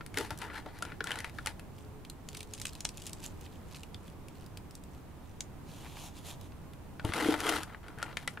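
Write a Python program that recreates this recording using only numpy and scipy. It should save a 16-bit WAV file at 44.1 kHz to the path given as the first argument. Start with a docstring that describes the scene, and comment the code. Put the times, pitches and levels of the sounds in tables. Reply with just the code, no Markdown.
"""Scooping potting mix into a small pot

Coarse mix is scooped by hand from a plastic tub and crumbled into a small pot, outdoors. Fingers push
through the grains, which rattle on the tub and make its wall drum; bark chips crackle at the pot. The hand
brushes past leaves, then digs again. Underneath lie a faint outdoor rumble and two far-off coos.
Clicks and noise, coloured by filters, make the grains and leaves; decaying sines make the wall."""
import sys
import numpy as np
from scipy import signal
from scipy.io import wavfile
from scipy.ndimage import uniform_filter1d

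SR = 44100
rng = np.random.default_rng(int(sys.argv[2]) if len(sys.argv) > 2 else 0)


def wrap_up_sound(samples):
    """Save the sound to the file named by the first command line argument, as 16-bit audio."""
    columns = np.atleast_2d(samples).T
    # keep every value between -1 and 1, then stretch to whole-number steps
    tamed = np.clip(columns, -1, 1)
    steps = np.round(tamed * 32767).astype(np.int16)
    wavfile.write(sys.argv[1], SR, steps)


N = 370440
TIME = np.arange(N) / SR

FILTER_SIZE = 2048  # samples in a colouring filter and in a single grain
HZ = np.fft.rfftfreq(FILTER_SIZE, 1 / SR)
SPLIT_HZ = 4500  # where body ends and treble begins
CRISP_S = .0024  # how fast a grain's treble chatter dies

# The loudest single grains striking the tub.
# Each row: start in seconds, relative level in dB, ring in Hz, treble over body in dB.
TUB_GRAINS = [(0.0088, -43, 1370, -31), (0.0633, -47.5, 2110, 2), (0.1428, -44, 2130, -8),
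              (0.1731, -30, 1970, -8), (0.185, -34, 1330, 1), (0.2106, -38, 1310, -10),
              (0.3062, -37.5, 1440, -7.5), (0.3759, -51, 3200, 17), (0.388, -48, 1420, 15),
              (0.4174, -41.5, 1900, -7), (0.5005, -45, 1850, -33), (0.6609, -46.5, 1260, -16),
              (0.7877, -51, 1690, -2), (0.8242, -32.5, 1380, -7.5), (0.8513, -43, 1430, -9),
              (0.92, -44, 1840, -30), (1.0061, -32, 1600, -27), (1.0412, -37, 1466, -3.5),
              (1.0718, -36.5, 1620, -11), (1.1068, -34, 1750, -15), (1.1169, -33.5, 3140, -9.5),
              (1.1569, -42, 1510, -7), (1.1883, -40, 2050, -3), (1.2042, -41, 1990, -5),
              (1.2449, -36.5, 2530, -12.5), (1.2964, -51.5, 2050, -6), (1.3859, -37.5, 1450, -21),
              (1.4606, -34.5, 1430, 0.5), (1.4711, -32, 2120, -5), (1.5953, -49, 2470, -4),
              (6.9963, -41, 1550, -25), (7.0491, -40, 3100, -2), (7.1214, -37.5, 1220, -29),
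              (7.1365, -32.5, 2150, -8.5), (7.3404, -32.5, 1320, -36), (7.4034, -37, 1960, 1),
              (7.463, -40, 1260, -5), (7.4905, -30, 3180, -6), (7.494, -31, 1470, 0),
              (7.5599, -37, 1390, -8), (7.6328, -40.5, 1490, 0), (7.747, -43.5, 1730, -63),
              (7.8829, -49.5, 1574, -9), (7.9861, -49, 1720, -8), (8.0178, -47, 1370, -15),
              (8.0278, -32, 1420, -7.5), (8.1703, -32.5, 2060, -10.5), (8.2763, -30.5, 2140, -8),
              (8.3735, -40.5, 1570, -52)]
# The spectrum of grains on the tub. Each row: frequency in Hz, relative level in dB per Hz.
GRAIN = [(100, -30.5), (400, -7), (700, -3), (1100, -4), (1800, -2.5), (3000, -3.5), (4500, -7),
         (7000, -8.5), (10500, -7.5), (13000, -14.5), (16000, -25)]
# The tub stands to the left. Each row: frequency in Hz, left minus right in dB.
TUB_SIDE = [(100, 3.5), (300, 3), (700, 2.5), (2400, 4), (4400, 5.5), (8000, -0.5), (15000, 2)]
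# How the hollow of the tub colours the grains in each scoop; it changes as the tub empties.
# Each row: frequency in Hz, width in Hz, boost in dB.
FIRST_HOLLOW = [(890, 180, 11), (1440, 150, 6), (1714, 110, 7.5), (1980, 93, 7), (3300, 500, -1)]
SECOND_HOLLOW = [(800, 500, 7.8), (1361, 470, 8.7), (2040, 130, 6), (2740, 93, 1.5), (3200, 150, 4.3)]
# Pushes of the fingers through the mix in the tub. Each row: start in seconds, hold in seconds,
# relative level in dB, treble over body in dB before trims, relative wall drumming in dB.
PUSHES = [(0.181, .028, -39.5, -8.5, -37), (0.232, 0.024, -48, -7, -62), (0.313, .018, -50.5, -9, -47),
          (0.418, .025, -40.5, -15, -44), (0.465, 0.061, -46, -29, -54), (0.543, 0.041, -42.5, -16, -51),
          (0.676, 0.017, -51.5, -18.5, -56), (0.745, 0.037, -56, -11, -54), (0.823, 0.1, -50.5, -17.5, -49),
          (1.065, .135, -42.5, -15, -53), (1.251, .025, -49, -13, -68), (1.348, 0.082, -61.5, -3.5, -70),
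          (1.476, 0.014, -47, -8.5, -68), (7.06, 0.038, -44, -11, -38.5), (7.151, .185, -33.5, -12, -30.5),
          (7.384, 0.062, -39.5, -11, -38.5), (7.452, 0.12, -32.5, -11.5, -31), (7.61, .012, -45, -11, -48),
          (7.68, 0.06, -50.5, -21, -65), (7.839, 0.09, -53.5, -21, -57), (7.989, .125, -46, -22, -55),
          (8.186, 0.043, -52.5, -10, -70), (8.3, .04, -58, -6.5, -70)]
RETURN_S = 6.9  # the hand is back in the tub for its second scoop


def tub():
    """Everything that sounds in the tub, heard from the left: single grains, two scoops and the wall."""
    spot_db = read(GRAIN)
    spot_db = spot_db + bump(hz=1413, width_hz=160, db=6) + bump(hz=14000, width_hz=3000, db=-3.5)
    loose = strays([push[:4] for push in PUSHES], per_s=22, settle_s=.015, over_db=-2,
                   spread_db=5, low_hz=1280, high_hz=2180)
    rattle = strikes(TUB_GRAINS + loose, spot_db, chatter_s=0.0044, crisp_s=CRISP_S, snap=0.55,
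                     ring_db=11.0, ring_width=0.27, dulling=0.25, heft=0.65)
    x = gain_of(-7.5) * rattle

    first = [push for push in PUSHES if push[0] < RETURN_S]
    second = [push for push in PUSHES if push[0] >= RETURN_S]
    x += clumps(depth_db=1.8, size=500) * scoop(
        first, FIRST_HOLLOW, per_s=2100, spread_db=4.5, rustle=0.63,
        patchy_db=3.0, body_db=-2.5, treble_db=-1)
    x += scoop(second, SECOND_HOLLOW, per_s=1700, spread_db=4, rustle=.45,
               patchy_db=1.5, body_db=-3.5, treble_db=-1.0)
    x += wall(drag_db=-7, thud_hz=104.5, thud_t60=0.031, favour_db=13, build_s=0.0023)

    left = colour(x[0], read(TUB_SIDE) / 2)
    right = colour(x[1], -read(TUB_SIDE) / 2)
    return np.array([left, right])


# Time for a push to build and to die by 20 dB (s); it grows harder as it goes (dB).
PUSH_ATTACK_S, PUSH_RELEASE_S, PUSH_SWELL_DB = 0.037, 0.056, 0.5


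def scoop(rows, hollow, per_s, spread_db, rustle, patchy_db, body_db, treble_db):
    """Grains grind in the hollow of the tub: muffled deep in the mix, bright on bare plastic."""
    start, hold, db, bright_db, _ = np.transpose(rows)
    hollow_db = read(GRAIN) + sum(bump(*mode) for mode in hollow)
    body, treble = body_and_treble(grains(per_s, spread_db, rustle), hollow_db)
    # pushes with little treble lose some upper body too
    tilt = np.c_[start + hold / 2, .7 * np.minimum(bright_db + 11, 0)]
    body = shifting(body, patchy_db, tilt)
    shape = PUSH_ATTACK_S, PUSH_RELEASE_S, PUSH_SWELL_DB
    body_level = level(np.c_[start, hold, db + body_db], *shape)
    treble_level = level(np.c_[start, hold, db + bright_db + treble_db], *shape)
    return body * body_level + treble * treble_level


# Knuckles and lumps bumping the tub. Each row: start in seconds, wall ring in dB,
# frequency this spot favours in Hz, thud on the ground in dB.
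KNOCKS = [(0.173, -33, 445, -55), (0.191, -33, 470, -55), (.206, -28.5, 426, -48), (0.217, -51, 300, -40),
          (0.306, -32.5, 950, -50), (0.32, -47, 400, -25), (.661, -34.5, 715, -55),
          (1.009, -36.5, 433, -50), (7.044, -31, 900, -35), (7.0471, -28.5, 330, -13.5),
          (7.092, -32.5, 300, -20), (7.2583, -24, 300, -53), (7.287, -16, 304, -34),
          (7.339, -28.5, 950, -55), (7.974, -45, 430, -29)]
# The ways the tub's wall can ring.
# Each row: frequency in Hz, relative level in dB, time to die by 60 dB in seconds.
WALL = [(308.5, -5.5, 0.086), (334, -11, 0.072), (424, -0.5, 0.037), (450, -4.5, 0.022), (605, 2, 0.021),
        (739, -17, 0.11), (895, -8.5, 0.047), (1124, -17, 0.063), (1206, -14, 0.033)]


def wall(drag_db, thud_hz, thud_t60, favour_db, build_s):
    """The tub's wall rings under dragged grains and knuckles; a hard bump also thuds on the ground."""
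    t = np.arange(SR // 4) / SR
    onset = 1 - np.exp(-t / build_s)  # flesh makes a soft contact

    def ring(spot_hz):
        """Modes near the one that the spot favours ring most."""
        modes = np.zeros(len(t))
        for hz, db, t60 in WALL:
            mode_db = db - favour_db * abs(np.log2(hz / spot_hz)) - 60 * t / t60
            modes += gain_of(mode_db) * np.sin(2 * np.pi * hz * t)
        modes *= onset
        return modes / abs(modes).max()

    drumming = [(start, hold, drum_db) for start, hold, *_, drum_db in PUSHES]
    pressure = level(drumming, attack_s=0.029, release_s=0.031, swell_db=-1.5)
    drag = grains(per_s=820, spread_db=2.0, rustle=0.52)[0] * pressure
    base = ring(spot_hz=348)
    drummed = signal.oaconvolve(drag, base / np.linalg.norm(base))[:N]
    out = np.tile(gain_of(drag_db) * drummed, (2, 1))

    thud = onset * gain_of(-60 * t / thud_t60) * np.sin(2 * np.pi * thud_hz * t)
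    for s, ring_db, spot_hz, thud_db in KNOCKS:
        add(out, s, gain_of(ring_db) * ring(spot_hz) + gain_of(thud_db) * thud)
    return out


# The loudest chips snapping and dropping at the pot.
# Each row: start in seconds, relative level in dB, ring in Hz, treble over body in dB.
CRACKS = [(2.0498, -50.5, 2600, -6), (2.0988, -43.5, 4180, 8), (2.2878, -43, 7160, 5.5),
          (2.3483, -43.1, 2170, -3), (2.3709, -45, 9260, 10), (2.4062, -42.5, 2300, -1),
          (2.4295, -47.9, 2580, 2), (2.5363, -40, 7200, 9), (2.599, -45, 7520, 4), (2.6154, -39, 8150, 6),
          (2.6541, -34, 2530, 0), (2.6687, -40, 7150, 10), (2.7323, -50, 4220, 7), (2.7524, -47.5, 2780, 2),
          (2.8058, -40, 7100, 9), (2.8481, -45, 5940, 12), (2.8512, -29.5, 5900, 1.5),
          (2.8903, -41.5, 4520, 8), (2.9725, -46.5, 6800, 12), (3.0199, -48.5, 2930, 0),
          (3.0662, -41, 7300, 13), (3.0948, -49, 2890, 5), (3.1317, -41.5, 4670, 14),
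          (3.2396, -45, 7320, 6), (3.2616, -41.5, 7700, 11), (3.411, -53.5, 6420, 10),
          (3.4615, -53.5, 3190, -12), (3.746, -48, 3810, -22), (3.8332, -47, 2710, -4),
          (3.9445, -45, 3470, -10), (4.0791, -56, 3320, -2), (4.2841, -52, 2050, 0),
          (4.4626, -54.5, 4890, 7), (4.5728, -46.5, 2590, 2), (4.7091, -53.5, 5170, 6),
          (4.7523, -48, 7800, 27), (4.8371, -54.5, 7650, 17), (5.4062, -35.5, 6500, 8.5),
          (6.4119, -53, 3660, 3), (6.5209, -59, 2480, -20), (6.7345, -56, 2000, 0)]
# The spectrum of dry chips. Each row: frequency in Hz, relative level in dB per Hz.
CHIP = [(200, -23), (900, -6.5), (1900, -7), (2600, 0.5), (4000, -1), (5500, -3.5), (7500, -2.5),
        (10000, -7), (13000, -14), (16000, -23.5)]
# Spills of mix as the fingers loosen. Each row: start in seconds, hold in seconds, relative level in dB.
SPILLS = [(1.77, 0.038, -68), (2.315, .08, -60), (2.549, .135, -56), (2.745, .05, -67), (2.979, 0.098, -57),
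          (3.224, 0.024, -53.5), (3.409, 0.036, -65.5), (3.52, 0.026, -68.5), (3.698, 0.017, -63),
          (3.749, .025, -57.5), (4.05, .03, -68), (4.331, 0.1, -69.5), (4.738, .03, -73), (4.94, .012, -70),
          (5.23, .1, -75)]
SPILL_ATTACK_S, SPILL_RELEASE_S = 0.091, 0.08  # time for a spill to build and to die by 20 dB
CHIP_TREBLE_DB = 1  # treble over body of the small chips in a spill


def pot():
    """Dry chips crackle out of the hand and land in the pot, each with a colour of its own."""
    loose = strays([(*spill, CHIP_TREBLE_DB) for spill in SPILLS], per_s=32, settle_s=.012, over_db=7.5,
                   spread_db=2.5, low_hz=2500, high_hz=8000)
    cracks = strikes(CRACKS + loose, read(CHIP), chatter_s=0.0032, crisp_s=CRISP_S, snap=0.26,
                     ring_db=7.5, ring_width=0.1, dulling=0.22, heft=1.3)
    crumbs = evened(ports(grains(per_s=380, spread_db=5, rustle=.3), read(CHIP)))
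    flow = level(SPILLS, SPILL_ATTACK_S, SPILL_RELEASE_S, swell_db=3.0)
    crumbs = shifting(crumbs, patchy_db=3, size=5, order=10)
    crumbs = crumbs * flow * clumps(depth_db=1.5, size=400)
    return gain_of(-8) * cracks + gain_of(1.0) * crumbs


# Spectra of leaves and of the pot's rim. Each row: frequency in Hz, relative level in dB per Hz.
LEAF = [(300, -7), (850, 6), (1500, -6.5), (2100, -3.5), (2700, 3), (4000, 1.5), (5000, -4), (6500, -1.5),
        (7300, -2.5), (8300, -5), (11000, -5.5), (15500, -16)]
RIM = [(300, -15), (600, -9), (850, 6), (1250, -7), (1750, -5), (2400, -5), (6000, -27)]
# Sweeps of hand and sleeve past the leaves, and fingers scuffing the rim of the pot meanwhile.
# Each row: start in seconds, hold in seconds, relative level in dB.
SWEEPS = [(5.69, 0.24, -56.5), (5.97, .1, -50), (6.17, 0.014, -53.5), (6.265, 0.045, -47),
          (6.41, 0.048, -62.5)]
SCUFFS = [(5.84, 0.029, -51.5), (5.97, 0.0081, -52)]


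def brush():
    """Soft sliding friction: contacts so dense that they merge into a hiss; coarser on the rim."""
    hiss = evened(ports(grains(per_s=3000, spread_db=7.0, rustle=1.4), read(LEAF)))
    scuff = evened(ports(grains(per_s=280, spread_db=1.5, rustle=0.47), read(RIM)))
    sliding = level(SWEEPS, attack_s=0.05, release_s=0.051, swell_db=1.5)
    leaves = gain_of(-0.5) * shifting(hiss, patchy_db=1.4, size=90, order=3) * sliding
    return leaves + scuff * level(SCUFFS, attack_s=0.03, release_s=0.022)


def strikes(rows, spectrum_db, chatter_s, crisp_s, snap, ring_db, ring_width, dulling, heft):
    """Each grain hits once, chatters for a few milliseconds, and rings the spot it lands on."""
    out, t = np.zeros((2, N)), np.arange(FILTER_SIZE) / SR
    top_octaves = np.log2(np.maximum(HZ / 9000, 1))

    def contact(decay_s):
        """One snap and its dying chatter."""
        drive = rng.standard_normal((2, FILTER_SIZE)) * np.exp(-t / decay_s)
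        drive[0, 0] = 0
        drive /= np.linalg.norm(drive, axis=1, keepdims=True)
        drive[0, 0] = snap
        drive[1] *= np.hypot(1, snap)
        return drive

    for s, db, hz, treble_db in rows:
        # a cushioned blow loses its upper body along with its treble
        soft_db = dulling * min(treble_db + 8, 0) * above(HZ, knee_hz=1920)
        # heavy grains stay in contact longer, which takes off the very top; light ones gain some
        heavy_db = -heft * (db + 42.0) * top_octaves
        tone_db = spectrum_db + soft_db + heavy_db + bump(hz, ring_width * hz, ring_db)
        body = body_and_treble(contact(chatter_s), tone_db)[0]
        treble = body_and_treble(contact(crisp_s), tone_db)[1]
        add(out, s, gain_of(db) * evened(body + gain_of(treble_db) * treble))
    return out


def grains(per_s, spread_db, rustle):
    """Countless tiny contacts of uneven size over a fine rustle."""
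    hits = rng.exponential(1, N)
    size = gain_of(spread_db * np.minimum(hits, 3)) * (rng.random(N) < per_s / SR)
    clicks = evened(size * rng.choice([-1., 1.], (2, N)))
    chatter = np.exp(-np.arange(200) / 25)  # dies over 25 samples
    scuff_level = np.sqrt(abs(signal.oaconvolve(size ** 2, chatter)[:N]))
    scuff = scuff_level * rng.standard_normal((2, N))
    drive = clicks + evened(scuff) + rustle * rng.standard_normal((2, N))
    # the hand feeds energy steadily, however it is shared among the grains
    return drive / np.sqrt(uniform_filter1d(drive[0] ** 2, size=1500) + 1e-9)


def strays(gestures, per_s, settle_s, over_db, spread_db, low_hz, high_hz):
    """Grains knocked loose at random by gestures (start s, hold s, dB, treble dB), as rows for strikes."""
    rows, tries = [], 16
    for start, hold, db, treble_db in gestures:
        span = hold + settle_s
        for chance, when, size, spot in rng.random((tries, 4)):
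            if chance * tries < per_s * span:
                grain_db = db + over_db - spread_db * size
                ring_hz = low_hz * (high_hz / low_hz) ** spot
                rows.append((start + when * span, grain_db, ring_hz, treble_db))
    return rows


def clumps(depth_db, size):
    """Gain that surges and stalls at random, over about size samples: the mix gives way in lumps."""
    wander = uniform_filter1d(rng.standard_normal(N), size=size)
    wander = evened(uniform_filter1d(wander, size=size))
    return evened(gain_of(depth_db * np.tanh(wander)))


# How quickly echoes die on the patio. Each row: frequency in Hz, time to die by 60 dB in seconds.
PATIO = [(200, 0.26), (1300, 0.11), (3500, 0.098), (9000, 0.13), (16000, 0.084)]


def patio(x, delay_s, wet_db):
    """Paving and nearby walls return a short scatter that dies at a different rate in each band."""
    t = np.arange(SR // 2) / SR
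    echoes = rng.standard_normal((2, len(t))) * (rng.random((2, len(t))) < .1) * (t > delay_s)
    hz, age, z = signal.stft(echoes, SR, nperseg=256)
    decay = gain_of(-60 * age / read(PATIO, hz)[:, None])
    tail = signal.istft(z * decay, SR, nperseg=256)[1]
    tail = ports(tail, np.zeros(len(HZ)), AIR_LIKENESS)
    return gain_of(wet_db) * signal.fftconvolve(x, tail / np.linalg.norm(tail[0]), axes=1)[:, :N]


# Two faint far-off coos, perhaps a pigeon. Each row: start in seconds, hold in seconds, level in dB.
COOS = [(1.87, 0.1, -59), (2.38, 0.16, -60)]
COO_HZ = 425


def coos():
    """Two soft, pure hoots: one steady sine that swells twice."""
    return level(COOS, attack_s=.16, release_s=.15) * evened(np.sin(2 * np.pi * COO_HZ * TIME))


# The spectrum of the outdoor background. Each row: frequency in Hz, relative level in dB per Hz.
OUTDOORS = [(15, -1.5), (30, -1.5), (60, 0.5), (85, 4), (115, -1.5), (150, 0), (200, -5), (300, -7),
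            (550, -15.5), (950, -16), (1500, -24), (2500, -29.5), (5000, -37.5), (10000, -38), (15500, -40)]
# How alike left and right are in the background and the echoes.
# Each row: frequency in Hz, likeness (1 is identical).
AIR_LIKENESS = [(60, 0.74), (300, 0.47), (1400, 0.57), (4000, 0.12), (15000, 0.061)]


def outdoors():
    """Distant rumble and faint air hiss: coloured noise, swelling a little with slow sines."""
    air = evened(ports(rng.standard_normal((2, N)), read(OUTDOORS), AIR_LIKENESS))
    slow_hz = np.geomspace(.3, 4, num=10)
    swell = evened(sum(np.sin(2 * np.pi * (f * TIME + rng.random())) for f in slow_hz))
    return air * gain_of(-48.0 + .5 * swell) * gain_of([[-.8], [.8]])  # a little louder on the right


def gain_of(db):
    """Decibels to amplitude."""
    return 10 ** (np.asarray(db) / 20)


def evened(x):
    """Scales to an rms (average strength) of 1."""
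    return x / np.sqrt(np.mean(x ** 2) + 1e-20)


def read(points, hz=HZ):
    """Reads a table of values by frequency, joining its points on a log-frequency axis."""
    f, value = np.transpose(points)
    return np.interp(np.log(hz + 1), np.log(f + 1), value)


def level(rows, attack_s, release_s, swell_db=0):
    """Gain over time from gestures (start s, hold s, dB): each builds, swells while held, and dies away."""
    t = TIME[::32]
    power = np.zeros(len(t))
    for start, hold, db in rows:
        early, late = np.maximum(start - t, 0), np.maximum(t - start - hold, 0)
        progress = np.clip((t - start) / hold, 0, 1)
        fade_db = 20 * (early / attack_s + late / release_s)
        power += gain_of(db + swell_db * (progress - .5) - fade_db) ** 2
    return np.interp(TIME, t, np.sqrt(power))


def add(mix, s, sound):
    """Mixes a sound in at time s."""
    part = mix[:, max(round(s * SR), 0):][:, :sound.shape[-1]]
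    part += sound[..., :part.shape[1]]


def bump(hz, width_hz, db):
    """A resonance as a hump in dB."""
    return db / (1 + (2 * (HZ - hz) / width_hz) ** 2)


def above(hz, knee_hz):
    """Octaves above a knee, levelling off at the split."""
    return np.clip(np.log2((hz + 1) / knee_hz), 0, np.log2(SPLIT_HZ / knee_hz))


def colour(x, db):
    """Causal (minimum-phase) filter with the gain db over HZ: it rings after a click, never before."""
    log_gain = np.log(gain_of(np.maximum(db, -100)))
    circle = np.concatenate([log_gain, log_gain[-2:0:-1]])
    taps = np.fft.ifft(np.exp(np.conj(signal.hilbert(circle)))).real
    return signal.oaconvolve(x, taps)[:len(x)]


# How alike left and right are for the nearby sounds.
# Each row: frequency in Hz, likeness (1 is identical).
NEAR_LIKENESS = [(60, 0.69), (1400, 0.92), (3100, 0.97), (7000, 0.7), (15000, 0.41)]


def ports(pair, db, likeness=NEAR_LIKENESS):
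    """Colours a common and a differing drive into left and right."""
    same = np.clip(read(likeness), -.99, .99)
    mid = colour(pair[0], db)
    side = colour(pair[1], db + 10 * np.log10((1 - same) / (1 + same)))
    return np.array([mid + side, mid - side])


def body_and_treble(pair, db):
    """The sound below and above the split, each at rms 1."""
    steep = (HZ / SPLIT_HZ) ** 8 + 1e-12
    low_db = db - 10 * np.log10(1 + steep)
    high_db = low_db + 10 * np.log10(steep)
    return evened(ports(pair, low_db)), evened(ports(pair, high_db))


def shifting(x, patchy_db, tilt=None, size=28, order=2):
    """Random colour in patches of size frames by order bins; tilt rows (s, dB an octave) darken it."""
    hz, t, z = signal.stft(x, SR, nperseg=256, noverlap=192)
    patches = rng.standard_normal(z.shape[1:])
    patches = uniform_filter1d(patches, size=size, axis=1)
    patches = evened(uniform_filter1d(patches, size=order, axis=0))
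    db = patchy_db * patches
    if tilt is not None:
        db = db + above(hz, knee_hz=1800)[:, None] * np.interp(t, *np.transpose(tilt))
    return signal.istft(z * gain_of(db), SR, nperseg=256, noverlap=192)[1][:, :N]


def scene():
    """Tub, pot and hand with their reflections, over the outdoor background."""
    near = tub() + pot() + brush()
    return near + patio(near, delay_s=0.0074, wet_db=-13.0) + outdoors() + coos()


EDGE_HZ = 15700  # the highest treble let through


def record(dry):
    """A low-pass filter removes the treble above the edge."""
    lowpass = signal.firwin(255, EDGE_HZ, window=("kaiser", 9), fs=SR)
    return signal.oaconvolve(dry, lowpass[None], "same")


dry = scene()
out = record(dry)
wrap_up_sound(out)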